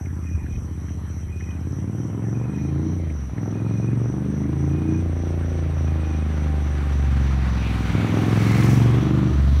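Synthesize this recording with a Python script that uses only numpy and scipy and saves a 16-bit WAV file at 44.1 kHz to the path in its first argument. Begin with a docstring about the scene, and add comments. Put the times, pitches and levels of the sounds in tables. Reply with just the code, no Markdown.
"""V-twin pass-by at night

A V-twin motorcycle with an open exhaust idles, pulls through two gears, coasts, opens up beside the listener
and shuts its throttle. Uneven firing pulses ring two pipes; shaped noise makes gas rasp, tyre roar and hiss.
Gear tones and resonances flare close by; echoes come off kerb, fence and trees.
Insects (scraped resonances), a frog (throbbing tone), ticks and a distant town's noise lie behind."""
import sys
import numpy as np
from scipy import signal
from scipy.fft import rfft, irfft
from scipy.io import wavfile
from scipy.ndimage import uniform_filter1d

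SR = 44100
rng = np.random.default_rng(int(sys.argv[2]) if len(sys.argv) > 2 else 0)


def store_wav(level_fs):
    """Save 16-bit WAV to argv[1]."""
    pcm = np.round(np.clip(np.atleast_2d(level_fs), -1, 1) * 32767)
    wavfile.write(sys.argv[1], SR, pcm.T.astype(np.int16))


N = 423360
TIME = np.arange(N) / SR
PASS_S, PACE_M_PER_S, KERB_M = 8.6, 11.95, 6.65  # closest time, speed, closest distance
SOUND_M_PER_S = 343

# sharp front of a hard firing: [f/Hz, relative level/dB]
CRACK_COLOUR = [(100, -36.5), (300, -7.5), (480, -0.5), (650, -2.5), (820, 1), (1000, -17), (1250, -2.5),
                (1700, -24), (4000, -53)]
# gear whine, bent down during the pass: [t/s, f/Hz]
WHINE_HZ = [(4.2, 775), (5.3, 778), (6.5, 787), (8.1, 758), (8.4, 736.4), (8.7, 701), (9.1, 666.5)]


def amp(db):
    """Decibels to gain."""
    return 10 ** (np.asarray(db) / 20)


def unit(x):
    """Scales to rms 1."""
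    return x / np.sqrt(np.mean(x ** 2) + 1e-20)


def curve(rows, axis=1):
    """One column of a time table, linear between rows, at every sample."""
    rows = np.asarray(rows)
    return np.interp(TIME, rows[:, 0], rows[:, axis])


def read(points, hz):
    """A spectrum table interpolated on a log-frequency axis."""
    f, value = np.transpose(points)
    return np.interp(np.log(hz + 1), np.log(f), value)


def noise(colour):
    """Gaussian noise of rms 1 with the given spectrum."""
    gain = amp(read(colour, np.fft.rfftfreq(N, 1 / SR)))
    return unit(irfft(rfft(rng.standard_normal(N)) * gain, N))


def drift(hz):
    """Slow random motion of rms 1: noise under a Gaussian low-pass."""
    gain = np.exp(-(np.fft.rfftfreq(N, 1 / SR) / hz) ** 2)
    return unit(irfft(rfft(rng.standard_normal(N)) * gain, N))


def resonate(x, hz, width_hz):
    """One-pole resonance of gain 1, fixed or moving: shift to 0 Hz, low-pass, shift back."""
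    turn = np.exp(2j * np.pi * np.cumsum(hz * np.ones(len(x))) / SR)
    r = np.exp(-np.pi * width_hz / SR)
    return 2 * (turn * signal.lfilter([1 - r], [1, -r], x / turn + 1e-18)).real


def ring(x, colour, size=16384):
    """Passes x through a causal, minimum-phase body of energy 1 with the given spectrum."""
    log_gain = np.log(amp(read(colour, abs(np.fft.fftfreq(size, 1 / SR)))))
    response = np.fft.ifft(np.exp(np.conj(signal.hilbert(log_gain)))).real[:size // 2]
    return signal.oaconvolve(x, response / np.linalg.norm(response))[:N]


def clicks(turns):
    """One click at every whole turn."""
    return np.diff(np.floor(turns), prepend=np.floor(turns[0]))


def distance():
    """Metres from bike to listener on a straight ride at constant speed."""
    return np.hypot(KERB_M, PACE_M_PER_S * (TIME - PASS_S))


def behind():
    """0 on approach, then rising towards 1 as the pipe turns to face the listener."""
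    return np.maximum(PACE_M_PER_S * (TIME - PASS_S) / distance(), 0)


def carried(fall):
    """Gain along the ride; fall: (closest/dB, loss per decade/dB, loss per metre/dB, gain from behind/dB)."""
    near_db, spread_db, air_db, behind_db = fall
    spread_loss_db = spread_db * np.log10(distance() / KERB_M)
    air_loss_db = air_db * (distance() - KERB_M)
    return amp(near_db - spread_loss_db - air_loss_db + behind_db * behind())


def grip():
    """Throttle 0-1: each twist opens, holds and snaps shut; the widest one counts."""
    # twists: [open t/s, shut t/s, opening 0-1, full-travel time/s]
    pull_rows = [(-.1, 1.9, .38, .05), (1.27, 2.92, .97, .7), (3.29, 4.96, .97, .13), (7.3, 7.95, .22, .45),
                 (7.89, 9.265, .95, .08)]
    shut_s, coast_throttle = 0.077, 0.018
    twists = []
    for start, end, opening, rise_s in pull_rows:
        ramp = np.minimum((TIME - start) / rise_s, 1 - (TIME - end) / shut_s)
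        twists.append(opening * np.clip(ramp, 0, 1))
    return np.clip(np.maximum(np.max(twists, axis=0), coast_throttle), 0, 1)


def firings(turns, gap, rear_db, spread_db):
    """Two cylinders fire unevenly, short gap then long; each burn differs a little in strength."""
    front = clicks(turns)
    rear = amp(rear_db) * clicks(turns - gap)
    return np.array([front, rear]) * amp(spread_db * rng.standard_normal((2, N)))


def pipes(pulses, colour):
    """Each cylinder rings its own pipe."""
    hz, front_db, rear_db = np.transpose(colour)
    return ring(pulses[0], np.c_[hz, front_db]) + ring(pulses[1], np.c_[hz, rear_db])


def exhaust(drone_hz=314, drone_width_hz=26, drone_db=2, crackle_db=1.3, puff_s=0.0084, lug_db=3,
            burble_below=0.66, burble_slope_db=1.54):
    """Firings ring the pipes: deep boom when coasting, sharp bark and puffs of gas under load."""
    # engine: [t/s, cycles/s]; each cylinder fires once a cycle
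    speed_rows = [(0, 17.4), (.53, 14.58), (.69, 15.28), (1.46, 15.59), (1.84, 18.09), (2.46, 24.37),
                  (2.94, 30.29), (3.3, 20.18), (3.9, 23.03), (4.99, 29.58), (5.08, 28.1), (5.24, 28.82),
                  (7.9, 20.68), (8.34, 21.64), (9.19, 24.84), (9.46, 22.75), (9.6, 25)]
    # rear against front cylinder, rows bark, boom, burble: [lag/cycles, level/dB]
    rear_rows = [(.374, 2), (.368, 3.9), (.356, 3.2)]
    # pulse, throttle open / shut / wheel driving engine: [f/Hz, front pipe level/dB, rear pipe level/dB]
    bark_colour, boom_colour, burble_colour = [(25.0, -94.0, -63), (44.8, -14, -27.5), (64.5, -8, -38.6),
                                               (82.4, 0.3, -3), (115.8, 3.5, 2.5), (145.7, -1.5, -4.5),
                                               (171, -2.5, -5.0), (200.0, -1, -2.5), (238, -14, -12),
                                               (273, -10, -10), (309.6, -14.9, -7.5), (378, -17.5, -20),
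                                               (449, -25.5, -22.5), (556, -39, -33), (750.0, -50.0, -34.5),
                                               (1300.0, -50.5, -51.0), (4000.0, -81, -85.4)], [(25.2, -72.9, -63), (45.0, -29, -26.5),
                                                             (58.2, 0, -10.5), (69.9, 3.5, 7),
                                                             (84.2, 9, 0.4), (105.5, -6.5, -11.5),
                                                             (135.0, -7, -8.6), (166, -4.3, -11),
                                                             (216, -15, -15.5), (273, -36, -28.5),
                                                             (420.0, -41, -45.4), (650.0, -53, -51),
                                                             (1100.0, -75.9, -70), (4000.0, -89.6, -87)], [(40.0, -54, -61.0),
                                                                           (100.0, -22, -33.4),
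                                                                           (172.0, 0.6, -14.7),
                                                                           (214, -3, -16.8), (247, -1, 2.5),
                                                                           (311, 10.8, 1.5),
                                                                           (364, 1.6, 0.3),
                                                                           (410.0, -13.1, -3.5),
                                                                           (470.0, -12, -4.5),
                                                                           (597, -15, -6),
                                                                           (780.0, -26, -13.5),
                                                                           (1000.0, -34.9, -30.2),
                                                                           (4000.0, -67.1, -61.7)]
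    # turbulent gas leaving the pipe: [f/Hz, relative level/dB]
    rasp_colour = [(30, -46), (60, -11), (120, 9), (200, -5.5), (350, 0), (550, -10.5), (900, -12.5),
                   (1500, -20), (3000, -44), (8000, -56)]
    # level swells and dips: [t/s, 1/e half width/s, level/dB]
    swell_rows = [(.1, 0.28, 2.5), (2.75, 0.27, 1.5), (3.27, 0.044, -3), (5.731, 0.04, -2),
                  (6.05, 0.076, -2.5), (6.8, .12, -1.5), (7.3, .25, -1), (8.08, 0.018, -12)]
    # [closest/dB, loss per decade of distance/dB, loss per metre/dB, gain from behind/dB]
    bark_fall, boom_fall, burble_fall = (-18.5, -0.77, 0.1327, 0.9), (-16.5, 10, 0.0255, 0.5), (-32.5, -.9, 0.14, -4)
    rasp_fall, crack_fall = (-34, 5, 0.06, 2.5), (-49, 0.5, 0.1, -4)

    speed, throttle = curve(speed_rows), grip()
    start_turn, wobble_turns, coast_rasp = .19, .0008, .2
    spread_db = .2 + .35 * throttle
    turns = start_turn + np.cumsum(speed) / SR + wobble_turns * drift(30)
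    # weaker per pulse at higher revs
    pulses, thuds, gulps = [firings(turns, gap, rear_db, spread_db) * np.sqrt(SR / speed / 2)
                            for gap, rear_db in rear_rows]
    bark = -pipes(pulses * np.sin(throttle * np.pi / 2), bark_colour)
    boom = pipes(thuds * (1 - throttle), boom_colour)
    # throttle nearly shut: burble, fading as revs sink
    overrun = np.clip(1 - throttle / burble_below, 0, 1) * amp(burble_slope_db * (speed - 28.5))
    burble = pipes(gulps * overrun, burble_colour)
    # high revs: a pipe mode sings out
    revving = np.clip((speed - 25.5) / 2, 0, 1)
    drone = amp(drone_db) * resonate(bark * revving, drone_hz, drone_width_hz)
    # wide throttle at low revs puffs hardest
    lugging = throttle ** 2 * np.clip((25 - speed) / 4, 0, 1)
    both = pulses.sum(0)
    puffs = unit(signal.lfilter([1], [1, -np.exp(-1 / (puff_s * SR))], both))
    gas = (coast_rasp + throttle ** 2) * amp(lug_db * lugging) * puffs * rng.standard_normal(N)
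    rasp = ring(gas, rasp_colour)
    # sharp fronts of varying strength under load, most at low revs
    hardness = throttle ** 3 * np.clip((28 - speed) / 5, .3, 1)
    scatter = amp(crackle_db * np.clip(rng.standard_normal(N), -2, 2))
    crackle = ring(both * hardness * scatter, CRACK_COLOUR)
    swells = amp(sum(db * np.exp(-((TIME - s) / width_s) ** 2) for s, width_s, db in swell_rows))
    tonal = carried(bark_fall) * (bark + drone) + carried(boom_fall) * boom + carried(burble_fall) * burble
    return swells * (tonal + carried(rasp_fall) * rasp + carried(crack_fall) * crackle)


def pops():
    """Late burns of unburnt fuel thud in the pipe at low speed: short decaying sines."""
    # [t/s, envelope peak/dB, f/Hz, ring time/s]
    pop_rows = [(.343, -14, 79.7, 0.011), (0.434, -21, 71.4, 0.0064), (0.508, -28, 52, 0.036),
                (0.57, -20, 85.5, 0.0039), (1.241, -35, 46, 0.032)]
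    out = np.zeros(N)
    for s, db, hz, ring_s in pop_rows:
        age = np.maximum(TIME - s, 0)
        envelope = age / ring_s * np.exp(1 - age / ring_s)
        out += amp(db) * envelope * np.sin(2 * np.pi * hz * age)
    return out


def cracks():
    """Single hard burns, at gear changes and as the throttle bites: impulses through the crack body."""
    # [t/s, strength/dB]
    crack_rows = [(3.118, -27), (3.296, -17), (3.459, -14), (3.507, -24), (3.555, -14.5), (3.619, -23),
                  (3.664, -13), (3.799, -15), (4.016, -17), (4.141, -24), (5.768, -12), (8.171, -2),
                  (8.801, -5), (9.477, -11)]
    kicks = np.zeros(N)
    for s, db in crack_rows:
        kicks[round(s * SR)] = amp(db)
    return ring(kicks, CRACK_COLOUR)


def gears(reach_s=0.79, waver=0.0048):
    """One gear whines, later with a lower partner; others join close by, and all bend in pitch together."""
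    # gear and chain tones heard close by: [multiple of the whine, mean level/dB]
    gear_rows = [(1.11, -5), (1.48, -6), (1.61, -2.5), (1.83, -5)]
    turns = np.cumsum(curve(WHINE_HZ) * (1 + waver * drift(26.5))) / SR
    main = amp(2 * drift(6.5)) * np.sin(2 * np.pi * turns)
    joining = np.clip((TIME - 5.8) / 0.73, 0, 1)
    partner = amp(-5.5 + 3 * drift(2.7)) * joining * np.sin(2 * np.pi * .945 * turns)
    others = sum(amp(db + 2.6 * drift(4)) * np.sin(2 * np.pi * multiple * turns)
                 for multiple, db in gear_rows)
    close = np.exp(-((TIME - PASS_S) / reach_s) ** 2)
    return main + partner + close * others


def rolling(hiss_db=8.0, height_product_m2=0.462, bounce=0.15, flutter_db=1.36, load_db=-0.5):
    """Tyre, chain and gear sound; a road reflection sweeps a comb through the noise during the pass."""
    # tyre roar, chain hiss, valve gear and chain: [f/Hz, relative level/dB]
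    roar_colour, hiss_colour, rattle_colour = [(40, 0.5), (200, 4.5), (550, -3), (800, -2.5), (1200, 0),
                                               (2200, -4.5), (3000, -9.5), (4000, -13.5), (5000, -19.5),
                                               (7500, -28), (15000, -40)], [(800, -8), (2300, 7), (3500, -5),
                                                                    (6000, 15), (7500, 6.5), (10000, 5),
                                                                    (13000, 1.5), (16000, 2)], [(800, -13),
                                                                                         (1800, 2.5),
                                                                                         (2600, -6),
                                                                                         (3800, -5.5),
                                                                                         (5000, -14.5),
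                                                                                         (8000, -25),
                                                                                         (15000, -40)]
    # treble during the pass: [t/s, level before hiss_db/dB]
    hiss_rows = [(5.5, -90), (7.4, -95), (7.7, -64), (8.1, -61.5), (8.7, -49.5), (8.95, -63.5), (9.25, -70),
                 (9.6, -65)]
    # [closest/dB, loss per decade of distance/dB, loss per metre/dB, gain from behind/dB]
    roar_fall, rattle_fall, whine_fall = (-32.5, 8.5, 0.25, -5), (-43.5, 0, 0.6, -5.5), (-43.5, 3.5, 0.3, -4.5)

    rush = carried(roar_fall) * amp(flutter_db * drift(60)) * noise(roar_colour)
    rush += carried(rattle_fall) * amp(load_db * grip() + flutter_db * drift(70)) * noise(rattle_colour)
    near = np.clip((TIME - 5.5) / 2, 0, 1)
    rush += near * amp(curve(hiss_rows) + hiss_db + flutter_db * drift(90)) * noise(hiss_colour)
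    bounce_delay_s = 2 * height_product_m2 / distance() / SOUND_M_PER_S
    rush += bounce * np.interp(TIME - bounce_delay_s, TIME, rush)
    emerging = np.clip((TIME - 3.8) / 0.72, 0, 1)
    return rush + emerging * carried(whine_fall) * gears()


def flares():
    """Running-gear resonances, and a brief rush near 2.3 kHz at 7.7 s, swell and fade as the bike turns past,
    bent by the root of the whine's ratio."""
    # [peak t/s, 1/e half width/s, f at unit bend/Hz, width/Hz, level before fading/dB]
    flare_rows = [(7.68, .09, 2330, 700, -40), (8.0, .17, 2180, 500, -40.5), (7.95, .2, 1350, 500, -44),
                  (8.55, .2, 2160, 330, -38), (8.52, .15, 4150, 700, -48), (8.55, .15, 1210, 260, -42.5),
                  (8.95, .18, 3400, 220, -52), (9.15, .3, 1250, 340, -42.5), (9.6, .12, 3800, 1500, -49)]
    bend = curve(WHINE_HZ) / np.interp(PASS_S, TIME, curve(WHINE_HZ))
    out = np.zeros(N)
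    for s, half_s, hz, width_hz, db in flare_rows:
        near = abs(TIME - s) < 2.5 * half_s
        bent_hz = hz * np.sqrt(bend[near])
        tone = rng.standard_normal(N)[near]
        for _ in range(2):
            tone = resonate(tone, bent_hz, width_hz)
        out[near] += amp(db) * unit(tone) * np.exp(-((TIME[near] - s) / half_s) ** 2)
    return out


def early(x):
    """Near reflections off kerb, rail and fence fill the gaps between firings."""
    # [delay/s, level/dB]
    early_rows = [(.0078, -16.5), (0.0132, -18.5), (0.0245, -18)]
    return sum(amp(db) * np.interp(TIME - delay_s, TIME, x) for delay_s, db in early_rows)


def fence(x, setback_m=2.6, reach_m=10):
    """Echo from a fence behind the listener: its delay grows and shrinks, sweeping a comb through x."""
    bounce_db = -18
    along_m = PACE_M_PER_S * (TIME - PASS_S)
    delay_s = (np.hypot(KERB_M + 2 * setback_m, along_m) - distance()) / SOUND_M_PER_S
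    return amp(bounce_db) * np.exp(-(along_m / reach_m) ** 2) * np.interp(TIME - delay_s, TIME, x)


def street(x):
    """Scattered echoes from trees and fences: sparse random taps, treble decaying fastest."""
    # reverberation: [f/Hz, t60/s]
    decay_rows = [(60, 1), (300, 0.75), (2000, 0.19), (8000, 0.1)]
    taps = rng.standard_normal(SR) * (rng.random(SR) < 2000 / SR) * (TIME[:SR] > .02)
    hz, t, z = signal.stft(taps, SR, nperseg=512)
    decay = amp(-60 * t / read(decay_rows, hz)[:, None])
    tail = signal.istft(z * decay, SR, nperseg=512)[1]
    return signal.oaconvolve(x, tail / np.linalg.norm(tail))[:N]


def insects():
    """Wing strokes scrape a narrow resonance, in chirps."""
    # [start t/s, end t/s, f/Hz, width/Hz, level/dB, chirps/s, chirp t/s, chirp depth 0-1,
    #  wing strokes/s, noisiness 0-1]
    insect_rows = [(0, 9.6, 5860, 820, -56.5, 3.435, 0.0017, 0.37, 70, 1),
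                   (0, 11, 8450, 640, -71.5, 6.9, 0.064, 0.37, 110, 0.4),
                   (3.599, 7.4, 8460, 290, -71, 9.9, 0.056, 0.6, 110, 0.35),
                   (0, 2.64, 7740, 900, -72.5, 8.4, 0.032, 0.4, 90, 1),
                   (0, 8.8, 9920, 1100, -73.5, 0.5, 1.5, 0, 160, 0.4),
                   (0, 8.1, 11150, 1300, -73, 0.13, 0.46, 0.44, 158, 0.4),
                   (.65, 1.75, 4040, 700, -72.5, 1.2, 1, .3, 60, .9),
                   (2.45, 3.85, 3960, 1100, -68.5, 1, 2.83, .4, 60, .9),
                   (0.5, 3.2, 3110, 390, -69.5, 5.5, 0.904, 0.47, 60, 0.8)]
    out = np.zeros(N)
    for start, end, hz, width_hz, db, chirp_hz, chirp_s, depth, stroke_hz, noisy in insect_rows:
        turns = np.cumsum(stroke_hz * (1 + 0.00087 * drift(4.4))) / SR
        scrape = unit(rng.standard_normal(N) * (1 + (1 - noisy) * np.cos(2 * np.pi * turns)))
        song = (1 - noisy) * unit(clicks(turns)) + noisy * scrape
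        for _ in range(4):
            song = resonate(song, hz, width_hz)
        chirp_phase = 2 * np.pi * chirp_hz * (TIME - chirp_s) + 0.067 * drift(1.8)
        chirps = 1 + depth * np.tanh(2 * np.cos(chirp_phase))
        out += amp(db) * unit(song * chirps) * ((TIME >= start) & (TIME < end))
    return out


def frog(hz=2470, throb_hz=18, fade_s=0.019):
    """Short throbbing trills on one clear, slightly hoarse note."""
    # [t/s, length/s, level before trim/dB]
    trill_rows = [(0.228, 0.35, -54.5), (1.288, 0.29, -54), (2.335, 0.38, -57.5), (3.522, 0.42, -56.5),
                  (4.68, 0.33, -55), (5.848, 0.41, -54.5)]
    waver, hoarse, trim_db = .011, .55, -0.5
    tone = np.sin(2 * np.pi * np.cumsum(hz * (1 + waver * drift(69.6))) / SR)
    voice = unit((1 + hoarse * drift(110)) * tone)
    throb = 1 + 0.52 * np.cos(2 * np.pi * throb_hz * TIME + 1.1 * drift(11.0))
    calls = sum(amp(db) * np.clip(np.minimum(TIME - s, s + length_s - TIME) / fade_s, 0, 1)
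                for s, length_s, db in trill_rows)
    return amp(trim_db) * voice * throb * calls


def ticks(ring_s=0.0029, width_hz=380, trim_db=-0.5):
    """Brief dry ticks from the verge, each a burst of noise in one resonance."""
    # [t/s, level before trim/dB, f/Hz]
    tick_rows = [(.056, -44, 2150), (0.102, -44.5, 1690), (.29, -48, 1890), (.46, -41, 1710),
                 (.883, -45, 1810), (0.89, -52, 2930), (1.405, -38, 1900), (1.505, -50, 3100),
                 (1.605, -55.5, 5450), (1.72, -53, 5450), (2.559, -57, 2720), (2.581, -44.5, 1960),
                 (3.1, -44, 2200), (3.378, -40, 1820), (5.304, -54, 5430)]
    out, age = np.zeros(N), np.arange(2048) / SR
    envelope = age / ring_s * np.exp(1 - age / ring_s)
    for s, db, hz in tick_rows:
        burst = rng.standard_normal(len(age))
        for _ in range(2):
            burst = resonate(burst, hz, width_hz)
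        out[round(s * SR):][:len(age)] += amp(db + trim_db) * unit(burst) * envelope
    return out


def patchy(x):
    """Makes a noise uneven: patches some 500 Hz wide and 70 ms long swell and sink."""
    depth_db = 3
    z = signal.stft(x, nperseg=512)[2]
    patches = uniform_filter1d(rng.standard_normal(z.shape), size=6, axis=0)
    patches = unit(uniform_filter1d(patches, size=12, axis=1))
    return unit(signal.istft(z * amp(depth_db * patches), nperseg=512)[1][:N])


def town(level_db=-50):
    """Distant town: steady coloured noise made patchy."""
    # [f/Hz, relative level/dB]
    night_colour = [(20, -3), (60, -18), (200, 8.5), (500, 6), (1000, 4), (2000, 2), (3000, -11.5),
                    (4000, -18), (4800, -21), (7000, -21.5), (12500, -19), (15500, -35)]
    return amp(level_db) * patchy(noise(night_colour))


def scene():
    """The bike, its echoes (trees and fences scatter little bass) and the night around it."""
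    echo_db, echo_low_hz = -16.5, 170
    pipe = exhaust() + pops() + cracks()
    bike = pipe + early(pipe) + fence(pipe) + rolling() + flares()
    high_pass = signal.butter(2, echo_low_hz, "high", fs=SR, output="sos")
    echoes = signal.sosfilt(high_pass, street(bike))
    night = insects() + frog() + ticks() + town()
    return (bike + amp(echo_db) * echoes + night)[None]


def record(dry):
    """Upper band limit of the recorder: linear-phase low-pass."""
    edge_hz = 15700
    low_pass = signal.firwin(511, edge_hz, window=("kaiser", 9), fs=SR)
    return signal.oaconvolve(dry, low_pass[None], "same")


dry = scene()
out = record(dry)
store_wav(out)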